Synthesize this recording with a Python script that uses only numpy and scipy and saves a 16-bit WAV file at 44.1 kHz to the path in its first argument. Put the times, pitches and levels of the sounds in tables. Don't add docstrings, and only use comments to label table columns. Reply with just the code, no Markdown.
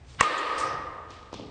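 import sys
import numpy as np
from scipy import signal
from scipy.fft import rfft, irfft
from scipy.io import wavfile
from scipy.ndimage import uniform_filter1d, minimum_filter1d

SR = 44100
rng = np.random.default_rng(int(sys.argv[2]) if len(sys.argv) > 2 else 0)


def generate_wav(signal):
    frames = np.transpose(np.atleast_2d(signal))
    scaled = np.clip(frames, -1, 1) * 32767
    pcm = np.round(scaled).astype(np.int16)
    wavfile.write(sys.argv[1], SR, pcm)


N = 66150

HIT_S = .2085
HALL_DELAY_S, HALL_BUILD_S = 0.01, 0.002
LIMIT_DB, RELEASE_DB_PER_S, LOOKAHEAD_S = -3, 35.5, 0.0015

# pitch_hz, level_db
SIZZLE_TONE = [(500, -21.5), (2500, 8), (4200, -7.5), (5200, -6.5), (6300, -4.5), (8500, -6), (9800, -33.5)]
# delay_s, level_db
NEAR_ECHOES = [(0.0169, -16), (0.0219, -14.5), (0.032, -21), (0.038, -32)]


def bat_hit():
    # delay_s, pitch_hz, level_db, fade_s
    crack_tones = [(0.001637, 1112, 10.5, 0.027), (0.00057, 1870, 5, 0.026), (.0007, 2220, 1.5, 0.027),
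                   (0.00018, 2700, 1.5, 0.024), (0.0006, 483, -3.5, 0.039), (.001, 94, -37, .035)]
    crack = sum(from_db(db) * ring(click(HIT_S + delay_s), hz, fade_s)
                for delay_s, hz, db, fade_s in crack_tones)
    body = crack + from_db(-19) * barrel(click(HIT_S))
    body = cut_treble(body, hz=3700)
    body = cut_bass(body, hz=51)
    tick = from_db(9.5) * ring(click(HIT_S), hz=7980, fade_s=0.0011)
    sizzle = noise(SIZZLE_TONE) * fade(HIT_S, fade_s=.024)
    direct = body + tick + sizzle
    echoes = sum(from_db(db) * delay(direct, delay_s) for delay_s, db in NEAR_ECHOES)
    return direct + cut_treble(echoes, hz=2500)


def barrel(force):
    # pitch_hz, level_db, fade_s
    barrel_tones = [(1207.2, -4, 0.093), (1249.5, -3.5, 0.12), (1878, -15.5, 0.14), (2264, -19.5, 0.03),
                    (2690, -38, .08)]
    return sum(from_db(db) * ring(force, hz, fade_s) for hz, db, fade_s in barrel_tones)


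def bat_in_hall():
    # pitch_hz, level_db
    crack_echo_tone = [(60, -26), (150, -14.5), (220, -18), (300, -1), (500, 2), (750, -0.5), (1080, 4.5),
                       (1420, -9.5), (1570, -1.5), (1800, 5.5), (2100, -1.5), (2800, -2), (4200, -6.5),
                       (6500, -22), (9000, -24)]
    ringing = rms_one(barrel(rng.standard_normal(N)))
    wash = from_db(-16) * hall_resonances(noise(crack_echo_tone)) + from_db(-17) * ringing
    first_echo_s = HIT_S + NEAR_ECHOES[0][0]
    scatter = from_db(-17.5) * noise(SIZZLE_TONE) * fade(first_echo_s, fade_s=.16)
    core_hz, cluster_delay_s, half_length_s = 1226.5, 0.053, 0.025
    core = np.sin(2 * np.pi * core_hz * since(HIT_S))
    cluster = np.maximum(1 - (since(HIT_S + cluster_delay_s) / half_length_s) ** 2, 0) ** 2
    core_level = from_db(-10) * cluster + from_db(-21) * fade(HIT_S, fade_s=1.63)
    return hall(wash, HIT_S) + scatter + core * core_level


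def thuds():
    # start_s, level_db, brightness_hz, slap_db
    blows = [(1.1073, -38.5, 1410, -41), (1.3299, -22, 1310, -41), (1.3425, -26, 1770, -33),
             (1.3973, -20.5, 570, -43), (1.4342, -29.5, 500, -51)]
    # pitch_hz, level_db, fade_s
    floor_tones = [(97, -12.5, 0.2), (333, -16.5, 0.037), (584, -1, 0.0087), (926, -8, 0.016)]
    # pitch_hz, level_db
    slap_tone = [(500, 10), (2000, -4), (4000, -1.5), (6300, 0.5), (7500, -17), (9000, -15)]
    # pitch_hz, level_db
    thud_echo_tone = [(40, -18), (100, 12.5), (200, 13), (430, 9.5), (650, 1), (1100, -3), (1600, -31),
                      (6000, -40)]
    slap_lead_s = 0.0016
    sound = 0
    for start_s, db, brightness_hz, slap_db in blows:
        push = cut_bass(cut_treble(click(start_s), brightness_hz), hz=150)
        knock = sum(from_db(tone_db) * ring(push, hz, fade_s) for hz, tone_db, fade_s in floor_tones)
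        slap = from_db(slap_db) * noise(slap_tone) * fade(start_s - slap_lead_s, fade_s=0.018)
        echo = from_db(-22.5) * hall(noise(thud_echo_tone), start_s)
        sound = sound + from_db(db) * (knock + echo) + slap
    return sound


def swishes():
    # peak_s, level_db, rise_s, fade_s, pitch_hz, width_octaves
    brushes = [(.125, -55.5, 0.039, 1, 3500, 1), (.17, -57, 0.049, 0.067, 380, 0.97),
               (.383, -34, 0.0037, 0.073, 7000, 0.17), (0.587, -34.5, 0.0053, 0.28, 6600, 1),
               (.68, -46.5, 0.063, 2.1, 85, 0.72), (.68, -49, 0.11, 0.64, 5140, 0.2),
               (1.118, -52.5, 0.017, 0.89, 2780, 0.75), (1.347, -48, 0.013, 0.87, 3300, 0.55)]
    grain_db = 2
    flicker = rms_one(cut_treble(rng.standard_normal(N), hz=248))
    grain = rms_one(from_db(grain_db * flicker))
    sound = 0
    for peak_s, db, rise_s, fade_s, hz, width_octaves in brushes:
        loudness = np.where(since(peak_s) < 0, swell(peak_s, rise_s), fade(peak_s, fade_s))
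        sound = sound + from_db(db) * noise_band(hz, width_octaves) * loudness
    return grain * sound


def cage_frame():
    # pitch_hz, level_db
    steel_tones = [(1877, -50), (2240, -39), (2610, -53.5), (3075, -50.5), (3380, -54), (3677, -53.5)]
    arrival = click(HIT_S + HALL_DELAY_S)
    return sum(from_db(db) * ring(arrival, hz, fade_s=1) for hz, db in steel_tones)


def brief_hiss():
    return from_db(-25.5) * noise_band(hz=1690, width_octaves=0.77) * swell(HIT_S, width_s=0.0089)


def swing_puff():
    return from_db(-41.5) * noise_band(hz=68.6, width_octaves=.8) * swell(peak_s=.195, width_s=0.019)


def hall(wash, start_s):
    # pitch_hz, fade_s
    echo_times = [(100, 1.1), (500, 1.88), (1200, 1.698), (2200, 1.244), (4000, 1), (8000, 1.08)]
    hz, fades_s = np.transpose(echo_times)
    spectrum, arrival_s = rfft(wash), start_s + HALL_DELAY_S
    shares = (np.interp(octaves(), np.log2(hz), row) for row in np.eye(len(hz)))
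    bands = (irfft(spectrum * share, N) for share in shares)
    build_up = 1 - np.exp(-np.maximum(since(arrival_s), 0) / HALL_BUILD_S)
    return build_up * sum(band * fade(arrival_s, fade_s) for band, fade_s in zip(bands, fades_s))


def hall_resonances(sound):
    depth_db, spacing_hz = 2.5, 22.12
    hz = np.arange(N // 2 + 1) * SR / N
    bumps = np.clip(rng.standard_normal(N // 8), -2, 2)
    gain_db = depth_db * np.interp(hz / spacing_hz, np.arange(len(bumps)), bumps)
    return rms_one(irfft(rfft(sound) * from_db(gain_db), N))


def background():
    # pitch_hz, level_db
    ventilation_tone = [(20, -14.5), (45, 0.5), (75, 6.5), (130, -9), (220, -10), (450, -13.5), (1000, -16),
                        (2000, -20.5), (5000, -30), (9000, -39)]
    drone_end_s, drone_fall_s = .3, 0.13
    fade_out = np.clip(-since(drone_end_s) / drone_fall_s, 0, 1)
    drone = from_db(-56.5) * noise_band(hz=127, width_octaves=0.11) * fade_out
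    return from_db(-52.5) * noise(ventilation_tone) + drone


def from_db(db):
    return 10 ** (np.asarray(db) / 20)


def rms_one(sound):
    return sound / np.sqrt(np.mean(sound ** 2) + 1e-20)


def since(start_s):
    return np.arange(N) / SR - start_s


def delay(sound, delay_s):
    return np.interp(np.arange(N) - delay_s * SR, np.arange(N), sound, left=0)


def click(start_s):
    return np.maximum(1 - np.abs(since(start_s)) * SR, 0)


def fade(start_s, fade_s):
    return (since(start_s) >= 0) * from_db(-60 * np.maximum(since(start_s), 0) / fade_s)


def swell(peak_s, width_s):
    return np.exp(-.5 * (since(peak_s) / width_s) ** 2)


def cut_treble(sound, hz):
    return signal.sosfilt(signal.butter(2, hz, fs=SR, output="sos"), sound + 1e-18)


def cut_bass(sound, hz):
    return signal.sosfilt(signal.butter(2, hz, "high", fs=SR, output="sos"), sound + 1e-18)


def ring(force, hz, fade_s):
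    decay = np.exp(-np.log(1000) / (fade_s * SR))
    angle = 2 * np.pi * hz / SR
    return signal.lfilter([0, np.sin(angle)], [1, -2 * decay * np.cos(angle), decay ** 2], force + 1e-18)


def octaves():
    return np.log2(np.maximum(np.arange(N // 2 + 1) * SR / N, 1))


def noise(tone):
    hz, db = np.transpose(tone)
    gain = from_db(np.interp(octaves(), np.log2(hz), db))
    return rms_one(irfft(rfft(rng.standard_normal(N)) * gain, N))


def noise_band(hz, width_octaves):
    bell = np.exp(-.5 * ((octaves() - np.log2(hz)) / width_octaves) ** 2)
    return rms_one(irfft(rfft(rng.standard_normal(N)) * bell, N))


def scene():
    hit = bat_hit() + bat_in_hall() + cage_frame()
    return (hit + swishes() + thuds() + swing_puff() + brief_hiss() + background())[None]


def record(dry):
    over_db = np.maximum(20 * np.log10(np.abs(dry[0]) + 1e-9) - LIMIT_DB, 0)
    recovery_db = RELEASE_DB_PER_S * since(0)
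    dip_db = np.maximum.accumulate(over_db + recovery_db) - recovery_db
    ahead_samples = int(LOOKAHEAD_S * SR) + 1
    gain_db = uniform_filter1d(minimum_filter1d(-dip_db, 2 * ahead_samples), ahead_samples)
    treble_cut = signal.cheby2(16, 60, 9850, fs=SR, output="sos")
    return signal.sosfilt(treble_cut, dry * from_db(gain_db))


dry = scene()
out = record(dry)
generate_wav(out)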